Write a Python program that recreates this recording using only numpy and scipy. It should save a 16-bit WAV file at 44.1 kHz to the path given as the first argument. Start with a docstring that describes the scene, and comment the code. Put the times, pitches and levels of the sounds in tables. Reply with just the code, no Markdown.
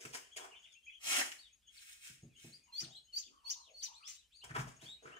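"""Inside a plywood incubator in a very quiet room: newly hatched ducklings peep close to a two-port microphone.
One is picked up and cries out five times; each bird is an almost pure whistle with weak overtones.
A big brush of cloth and three slides of a sleeve are shaped friction noise, as are feet scuffing eggshells.
The bumped tray thuds and rings in its modes, something hollow is rubbed nearby, a thin high chirp repeats
faintly. Reflections from the box and the room behind it smear every source."""
import sys
import numpy as np
from scipy import signal
from scipy.fft import rfft, irfft
from scipy.io import wavfile
from scipy.ndimage import uniform_filter1d

SR = 44100
rng = np.random.default_rng(int(sys.argv[2]) if len(sys.argv) > 2 else 0)


def master(y):
    """Save y as 16-bit WAV."""
    cut = np.clip(np.atleast_2d(y).T, -1, 1)
    pcm = np.round(cut * 32767)  # scale
    wavfile.write(sys.argv[1], SR, pcm.astype(np.int16))


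N = 229143  # length in samples

# Levels in the tables are those at the source, ahead of the box, the room and the mix.
# Spectrum of the quiet room. Each row: frequency in Hz, density in dB per Hz.
AIR_SPECTRUM = [(25, -15.5), (60, -2.5), (110, -18), (300, -21), (1000, -23.5), (3000, -20), (6500, -20.5),
                (10000, -21), (15500, -25.5)]
# Thin chirps. Each entry: start in seconds.
CHIRP_STARTS = [.07, 0.319, .585, .72, .84, 1.519, 1.66, 2.215, 2.354, 2.49, 2.63, 2.89, 3.035, 3.696, 4.35,
                4.755, 5.02, 5.154]
# Soft arched peeps. Each row: start in seconds, length in seconds, top pitch in Hz, place of the top [0-1],
# share of the pitch lost at the end farther from the top [0-1], level in dB.
PEEP_CALLS = [(0.222, 0.058, 3216, 0.54, 0.3, -66.5), (0.312, 0.044, 3320, 0.47, .14, -58.5),
              (0.358, .035, 3050, 0.6, .25, -57.5), (0.395, 0.033, 3420, 0.67, .15, -60),
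              (0.511, .045, 2900, .05, 0.29, -57), (0.526, 0.056, 3175, 0.56, 0.35, -59),
              (0.544, .057, 3560, 0.4, 0.44, -64), (.618, 0.069, 3480, 0.45, 0.44, -62.5),
              (0.621, 0.046, 3316, 0.42, .4, -59.5), (0.676, 0.095, 3650, 0.06, .26, -66.5),
              (0.748, 0.037, 2738, 0.67, 0.16, -62.5), (0.825, .053, 3257, 0.4, .15, -67),
              (.864, .038, 2544, 0.45, 0.17, -51.5), (0.882, 0.06, 3370, 0.45, .27, -62),
              (0.919, 0.057, 3334, 0.6, 0.28, -57.5), (1.384, 0.034, 4620, 0.58, 0.15, -58),
              (1.408, 0.076, 3900, 0.02, 0.27, -62), (1.619, 0.052, 3460, .45, 0.25, -72.5),
              (1.674, 0.027, 3365, 0.66, 0.13, -57.5), (1.766, 0.03, 4610, .05, 0.5, -58),
              (2.326, 0.044, 3400, 0.25, .18, -72), (2.349, 0.064, 3190, .6, 0.18, -64),
              (2.522, 0.044, 4893, 0.94, 0.17, -55), (2.732, 0.066, 3490, 0.75, 0.08, -61),
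              (2.834, 0.022, 4620, 0.02, 0.55, -50.5), (2.901, 0.057, 3830, .6, 0.25, -60.5),
              (2.93, 0.056, 3376, 0.49, .16, -59), (2.949, 0.038, 4177, 0.7, 0.15, -55.5),
              (3.068, .08, 3080, .35, .2, -69), (3.233, 0.056, 3560, .45, 0.37, -61.5),
              (3.457, 0.042, 3430, 0.7, 0.31, -64), (3.56, 0.15, 4250, 0.26, 0.53, -64),
              (3.771, 0.057, 4700, .35, 0.41, -57.5), (3.925, 0.072, 4340, 0.84, 0.39, -61),
              (4, 0.056, 4710, 0.28, .36, -67), (4.025, 0.05, 3570, 0.83, 0.37, -57.5),
              (4.156, 0.064, 3980, .45, 0.2, -67), (4.317, .11, 4630, .52, .37, -62.5),
              (4.414, 0.035, 3290, 0.95, 0.21, -56.5), (4.792, 0.09, 4600, 0.94, 0.47, -63),
              (4.854, 0.091, 3840, 0.89, 0.2, -50.5), (4.926, 0.024, 4270, 0.9, 0.046, -61.5),
              (5.116, 0.052, 3057, 0.76, 0.22, -58.5)]
# Faint hollow rubs. Each row: start in seconds, resonance in Hz, level in dB.
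HOLLOW_RUBS = [(2.66, 996, -73.5), (2.84, 730, -70), (3.25, 310, -75.5), (3.309, 1190, -71),
               (3.42, 1030, -68), (3.541, 996, -67), (3.665, 585, -71), (3.868, 963, -65.5),
               (3.99, 1240, -67.5)]
# Bumps of the tray. Each row: start in seconds, level in dB, length of the push in seconds, upper edge in Hz.
TRAY_BUMPS = [(.04, -56.5, 0.035, 500), (2.088, -61.5, 0.026, 189), (2.226, -53, 0.018, 320),
              (2.439, -54, 0.022, 646), (2.807, -55, 0.056, 477), (4.438, -60, 0.025, 70),
              (4.497, -48.5, 0.044, 162), (4.565, -39, 0.063, 148), (4.819, -58, 0.027, 420),
              (5.049, -63, 0.02, 406)]
# Modes of the tray. Each row: frequency in Hz, level in dB, time to fall by 60 dB in seconds.
TRAY_MODES = [(104.2, -10, 0.2), (130, -2, 0.34), (155, -2, 0.32), (230.3, -5, 0.29), (331.3, -2, 0.12),
              (426, -8, 0.036), (688, -11.5, 0.054)]
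# Dull thud under a bump. Each row: frequency in Hz, density in dB per Hz.
THUD_SPECTRUM = [(30, -20), (70, -8.5), (140, -5), (300, -5.5), (500, -12), (900, -12.5)]
# Scuffs on shells and wood. Each row: start in seconds, rise in seconds, decay in seconds, woody level in dB,
# resonance in Hz, crisp level in dB.
SHELL_SCUFFS = [(0, 0.001, 0.1, -58, 487, -51), (.05, 0.0024, 0.0048, -46, 1430, -44.5),
                (0.125, 0.017, 0.027, -50.5, 814, -42.5), (0.361, 0.0063, 0.021, -50, 586, -43),
                (0.365, 0.075, 0.046, -50.5, 826, -58.5), (.56, 0.092, 0.073, -90, 1500, -72),
                (0.722, 0.0021, 0.0027, -82.5, 2000, -56), (1.316, 0.0024, 0.0036, -78, 3060, -42),
                (2.048, 0.015, 0.042, -67, 1600, -51.5), (2.809, 0.0094, 0.023, -58, 1560, -56.5),
                (4.436, .003, .02, -48, 820, -49.5), (4.488, 0.0055, 0.032, -52.5, 1820, -62),
                (4.538, 0.023, 0.021, -35.5, 1200, -50), (4.579, 0.013, 0.018, -39, 980, -45.5),
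                (4.665, 0.006, 0.059, -60.5, 660, -58.5), (4.807, 0.017, 0.043, -59.5, 626, -55.5),
                (5.02, 0.005, 0.14, -60.5, 497, -69), (5.048, 0.018, .1, -52.5, 1380, -76)]
# Wood under the scuffs, then shell grit on top. Each row: frequency in Hz, density in dB per Hz.
WOOD_SPECTRUM = [(170, -10), (330, 1.5), (520, -3.5), (800, -3), (1300, -1), (1800, -2), (2400, -6),
                 (3100, -6), (4000, -15)]
GRIT_SPECTRUM = [(880, -89), (1500, -6), (3030, -6), (4140, -17.5), (4270, -15), (4890, -8), (6500, -7.5),
                 (8970, -9), (10800, -23), (15500, -17.5)]
# The big brush of cloth, one row: start in seconds, attack in seconds, hold in seconds, level in dB,
# release in dB per second.
CLOTH_BRUSH = (0.973, 0.1555, 0.0534, -37, 169)
# Strokes of the sleeve sliding in. Each row: start in seconds, attack in seconds, hold in seconds, level in dB.
SLEEVE_STROKES = [(1.647, 0.18, 0.094, -60.5), (1.979, 0.066, 0.013, -60.5), (2.309, 0.14, .01, -63)]
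# Fibres of the brush, the panel under it, fibres of the sleeve. Each row: frequency in Hz, density in dB per Hz.
BRUSH_SPECTRUM = [(820, -9.5), (1400, -8), (1470, -18), (1640, -19), (1950, -2), (2050, -1.5), (3130, 1.5),
                  (3600, -10.5), (7070, -1.5), (10700, -11.5), (15500, -17.5)]
PANEL_SPECTRUM = [(150, -23.5), (240, -7), (350, -6), (520, -9), (630, -3), (900, -4.5), (1400, -3.5),
                  (2000, 3.5), (2600, -23.5)]
SLEEVE_SPECTRUM = [(410, -66), (700, -28.5), (828, -17.5), (993, -28), (1120, -24), (1410, -10.5),
                   (2560, 1), (4240, -8.5), (8540, -2), (11100, -15), (15500, -11)]
# Distress cries. Each row: start in seconds, time of the break in seconds, start pitch in Hz, held pitch in Hz,
# top pitch in Hz, fall length in seconds, held level in dB, top level in dB, rasp relative to the top in dB.
DISTRESS_CRIES = [(2.722, 2.796, 4163, 4820, 6270, 0.038, -40, -42, -3),
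                  (3.126, 3.173, 4360, 4730, 6880, 0.06, -36, -41.5, -15),
                  (3.445, 3.495, 4380, 4583, 6570, 0.045, -38, -35.5, -13.5),
                  (3.735, 3.822, 4375, 4567, 6240, .052, -46.5, -36, -11),
                  (4.042, 4.068, 4900, 5550, 6270, 0.1, -49.5, -54, 10)]
# Hoarseness of a cry. Each row: frequency in Hz, density in dB per Hz.
RASP_SPECTRUM = [(1500, -17.5), (2800, -7), (4300, -11.5), (6200, 0.5), (7300, -7), (9000, -12),
                 (12000, -33.5), (15000, -13.5)]

# The rest of the brood, far fainter; pitches scatter a quarter octave either side of the middle one.
MURMUR_PER_S, MURMUR_MIDDLE_HZ, MURMUR_S, MURMUR_DB = 7, 2880, .07, -76.5
PEEP_ARCH = 2.0  # power of the arch's curve
RUB_S = 0.088
# The panel joins in later than the cloth, weaker, and stops sooner.
PANEL_LAG_S, PANEL_DB, PANEL_RELEASE_DB_PER_S = 0.034, -8.5, 233
SLEEVE_RELEASE_DB_PER_S = 124
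CATCH_PER_S, CATCH_DB = 40, 0.7  # the cloth catches and slips as it goes
TOP_HZ = 15600  # upper edge of the microphone channel


def undb(db):
    """Decibels to gain."""
    return 10 ** (np.asarray(db) / 20)


def unit(x):
    """Scale to rms 1."""
    return x / np.sqrt(np.mean(x ** 2))


def add(track, s, x):
    """Mix x into the track from time s."""
    i = max(int(s * SR), 0)
    track[i:i + len(x)] += x[:max(N - i, 0)]


def colour(x, points):
    """Shape x by (Hz, dB) points, with gentle skirts beyond the first and last; rms 1."""
    hz, db = np.transpose(points)
    f = np.maximum(np.fft.rfftfreq(len(x), 1 / SR), 1)
    skirt = 1 / np.hypot(1, (hz[0] / f) ** 2) / np.hypot(1, (f / hz[-1]) ** 2)
    gain = undb(np.interp(np.log(f), np.log(hz), db))
    return unit(irfft(rfft(x) * skirt * gain, len(x)))


def walk(rate, size):
    """Random values, rate of them per second, joined by straight lines; spread near 1."""
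    at = np.arange(size) * rate / SR
    count = int(at[-1]) + 2
    return np.interp(at, np.arange(count), rng.standard_normal(count))


def grains(spread_db):
    """Friction: countless tiny slips of very unequal size."""
    return rng.standard_normal(N) * undb(spread_db * walk(1500, size=N))


def whistle(hz, waver, second_db, third_db, flutter_db=2.0):
    """A syrinx: an almost pure tone with two weak overtones, unsteady in pitch and strength."""
    n = len(hz)
    phase = 2 * np.pi * np.cumsum(hz * (1 + waver * walk(500, size=n))) / SR
    second = undb(second_db + 4 * walk(120, size=n)) * np.sin(2 * phase)
    third = undb(third_db + 4 * walk(120, size=n)) * np.sin(3 * phase)
    third = third * (hz < SR / 7)  # keeps the third partial clear of aliasing
    flutter = undb(flutter_db * walk(150, size=n))
    return np.sqrt(2) * flutter * (np.sin(phase) + second + third)


def air(floor_db):
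    """A very quiet room, mostly a low rumble shared by both ports."""
    mid, side = (colour(rng.standard_normal(N), AIR_SPECTRUM) for _ in range(2))
    return undb(floor_db) * (mid + 0.5 * side * np.array([[1], [-1]]))


def chirps(length=0.032, pitch_hz=6650, db=-66):
    """Thin, slightly hoarse chirps on one pitch, perhaps a cricket."""
    out = np.zeros(N)
    window = np.hanning(int(length * SR))
    pitch = np.full(len(window), pitch_hz)
    for s in CHIRP_STARTS:
        tone = whistle(pitch, waver=0.01, second_db=-72, third_db=-60)
        add(out, s, undb(db) * window * tone)
    return out


def rubs(width_hz=190):
    """Light rubbing wakes one hollow resonance at a time."""
    out, n = np.zeros(N), int(RUB_S * SR)
    ring_out = SR // 10
    contact = np.pad(signal.windows.tukey(n, .5), (0, ring_out))
    for s, hz, db in HOLLOW_RUBS:
        drive = rng.standard_normal(n + ring_out) * contact
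        edges = [hz - width_hz / 2, hz + width_hz / 2]
        band = signal.butter(2, edges, "band", fs=SR, output="sos")
        ring = signal.sosfilt(band, drive)
        add(out, s, undb(db) * ring / np.std(ring[:n]))
    return out


def bumps(thud_db=-8, thud_decay=0.063):
    """A push thuds and builds up the tray's modes, which then ring out; softer contact keeps only the low ones."""
    out, t = np.zeros(N), np.arange(SR // 2) / SR
    for s, db, length, edge_hz in TRAY_BUMPS:
        after = np.maximum(t - length / 2, 0)  # time since the push peaked
        spectrum = [(hz, level - 10 * np.log10(1 + (hz / edge_hz) ** 4)) for hz, level in THUD_SPECTRUM]
        thud = colour(rng.standard_normal(len(t)), spectrum)
        ring = undb(thud_db) * thud * np.exp(-after / thud_decay)
        for hz, mode_db, t60 in TRAY_MODES:
            detuned_hz = hz * (1 + .006 * rng.standard_normal())
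            phase = 2 * np.pi * (detuned_hz * t + rng.random())
            gain = undb(mode_db) / np.hypot(1, (hz / edge_hz) ** 2)
            ring = ring + gain * np.sin(phase) * np.exp(-np.log(1000) * after / t60)
        push = np.sin(np.pi * np.minimum(t / length, .5)) ** 2
        add(out, s, undb(db) * ring * push)
    return out


def scuffs(resonance_db=8):
    """Short uneven scrapes: shell grit on top, and below it wood that rings differently at every spot."""
    out, t = np.zeros(N), np.arange(int(.6 * SR)) / SR
    wood = colour(grains(spread_db=6.0), WOOD_SPECTRUM)
    grit = colour(grains(spread_db=5.5), GRIT_SPECTRUM)
    for s, rise, decay, woody_db, hz, crisp_db in SHELL_SCUFFS:
        stretch = (int(s * SR) + np.arange(len(t))) % N
        push = np.minimum(t / rise, 1) * np.exp(-np.maximum(t - rise, 0) / decay)
        push = push * undb(2 * walk(110, size=len(t)))
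        ring = signal.lfilter(*signal.iirpeak(hz, 2.5, fs=SR), wood[stretch])
        woody = unit(wood[stretch] + undb(resonance_db) * unit(ring))
        add(out, s, push * (undb(woody_db) * woody + undb(crisp_db) * grit[stretch]))
    return out


def stroke(s, attack, hold, db, release_db_per_s):
    """Gain of one stroke: it eases in, holds a little unevenly and dies away."""
    t = np.arange(N) / SR - s
    release_db = release_db_per_s * np.maximum(t - attack - hold, 0)
    level_db = db - release_db + CATCH_DB * walk(CATCH_PER_S, size=N)
    return np.sin(np.pi / 2 * np.clip(t / attack, 0, 1)) ** 3 * undb(level_db)


def cloth():
    """Fabric drags over wood: fibres hiss, and under pressure the panel joins in."""
    s, attack, hold, db, _ = CLOTH_BRUSH
    hiss = stroke(*CLOTH_BRUSH) * colour(grains(spread_db=5.5), BRUSH_SPECTRUM)
    pressure = stroke(s + PANEL_LAG_S, attack, hold, db + PANEL_DB, PANEL_RELEASE_DB_PER_S)
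    panel = pressure * colour(grains(spread_db=5.5), PANEL_SPECTRUM)
    slide = sum(stroke(*row, SLEEVE_RELEASE_DB_PER_S) for row in SLEEVE_STROKES)
    return hiss + panel + slide * colour(grains(spread_db=5.0), SLEEVE_SPECTRUM)


def peep(length, top_hz, place, sag, db):
    """Pitch arches up and down with the breath; the higher it is pushed, the stronger its overtones."""
    u = np.linspace(0, 1, int(length * SR))
    distance = np.abs(u - place) / max(place, 1 - place)  # from the top of the arch
    hz = top_hz * (1 - sag * distance ** PEEP_ARCH)
    strain_db = 30 * np.log2(np.minimum(hz, 4000) / 4000)
    pressure = np.abs(np.sin(np.pi * u)) ** .4
    tone = whistle(hz, waver=0.012, second_db=-13 + strain_db, third_db=-28.0 + strain_db)
    return undb(db) * pressure * tone


def peeps():
    """The near ducklings peep over a faint murmur of the others, scattered at random."""
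    out = np.zeros(N)
    for s, *shape in PEEP_CALLS:
        add(out, s, peep(*shape))
    for when, pitch, place in rng.random((int(MURMUR_PER_S * N / SR), 3)):
        top_hz = MURMUR_MIDDLE_HZ * 2 ** ((pitch - .5) / 2)
        add(out, when * N / SR, peep(MURMUR_S, top_hz, place, sag=0.23, db=MURMUR_DB))
    return out


def cries(leap_s=0.01, top_s=0.022, end_hz=3000):
    """A held note swells, breaks upward into a shrill rough top and plunges."""
    out = np.zeros(N)
    for s, break_s, start_hz, held_hz, top_hz, fall, held_db, top_db, rasp_db in DISTRESS_CRIES:
        hold = break_s - s
        t = np.arange(int((hold + fall) * SR)) / SR
        knots = np.sort([0, hold * 0.217, hold, hold + leap_s, hold + top_s, hold + fall])
        hz = np.interp(t, knots, [start_hz, start_hz, held_hz, top_hz * .96, top_hz, end_hz])
        db = np.interp(t, knots, [held_db - 17.5, held_db - 9, held_db, top_db, top_db - 4.0, top_db - 19.5])
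        shrill = np.clip((t - hold) / leap_s, 0, 1)  # 0 while held, 1 after the break
        tone = whistle(hz, waver=.005 + .07 * shrill, second_db=-26, third_db=-25, flutter_db=2.2)
        rasp = colour(rng.standard_normal(len(t)), RASP_SPECTRUM) * undb(4 * walk(400, size=len(t)))
        roughness = undb(-19.5) + shrill * undb(rasp_db)
        add(out, s, undb(db) * (tone + roughness * rasp))
    return out


def enclosure(x, direct, box_db, room_db, pan_db, lag_s, box_t60=0.077, room_t60=0.39):
    """Direct sound at two ports, quick reflections from the plywood walls, then the room's longer tail."""
    t = np.arange(SR // 2) / SR
    out = []
    for side in (1, -1):
        sparse = rng.standard_normal(len(t)) * (rng.random(len(t)) < .03)
        walls = sparse * (t > .002) * np.exp(-np.log(1000) * t / box_t60)
        tail = rng.standard_normal(len(t)) * (t > .012) * np.exp(-np.log(1000) * t / room_t60)
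        echo = undb(box_db) * walls / np.linalg.norm(walls) + undb(room_db) * tail / np.linalg.norm(tail)
        near = np.roll(direct, int(lag_s * SR) * (side < 0))  # reaches the second port later
        out.append(undb(side * pan_db / 2) * (near + signal.fftconvolve(x, echo)[:N]))
    return np.array(out) / np.sqrt(1 + undb(2 * box_db) + undb(2 * room_db))


def suppress(x, threshold_db=-101, depth_db=-11):
    """Noise suppressor: every narrow band is turned down while it is weak."""
    _, _, bands = signal.stft(x, nperseg=1024)
    power = np.mean(np.abs(bands) ** 2, axis=0)  # both ports together
    power = uniform_filter1d(power, size=9, axis=0)  # smooth over frequency
    power = uniform_filter1d(power, size=3, axis=1)  # smooth over time
    opening = 1 / (1 + (undb(2 * threshold_db) / np.maximum(power, 1e-20)) ** 2)
    _, quiet = signal.istft(bands * undb(depth_db * (1 - opening)), nperseg=1024)
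    return quiet[:, :N]


def scene():
    """Room air, handling and ducklings, each source with its own place in the box."""
    brood, cry = peeps() + chirps(), cries()
    scrape, brush, bump, rub = scuffs(), cloth(), bumps(), rubs()
    return (air(floor_db=-75.5)
            + enclosure(rub, rub, box_db=-7.5, room_db=-3.5, pan_db=2.0, lag_s=0.00031)
            + enclosure(bump, bump, box_db=-27, room_db=-14.0, pan_db=-0.5, lag_s=0.00021)
            + enclosure(scrape, scrape, box_db=2.5, room_db=-3.5, pan_db=1.5, lag_s=.0003)
            + undb(5.0) * enclosure(brush, brush, box_db=7.5, room_db=-5, pan_db=0.5, lag_s=0.00023)
            + enclosure(brood, brood, box_db=1, room_db=-1.5, pan_db=3.5, lag_s=0, room_t60=0.25)
            + enclosure(cry, undb(-4.0) * cry, box_db=4, room_db=-5.0, pan_db=3, lag_s=0.0005, room_t60=0.33))


def record(dry):
    """The phone at the microphone suppresses faint noise and cuts the top."""
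    low_pass = signal.ellip(10, .1, 60, TOP_HZ, fs=SR, output="sos")
    return signal.sosfiltfilt(low_pass, suppress(dry))


dry = scene()
out = record(dry)
master(out)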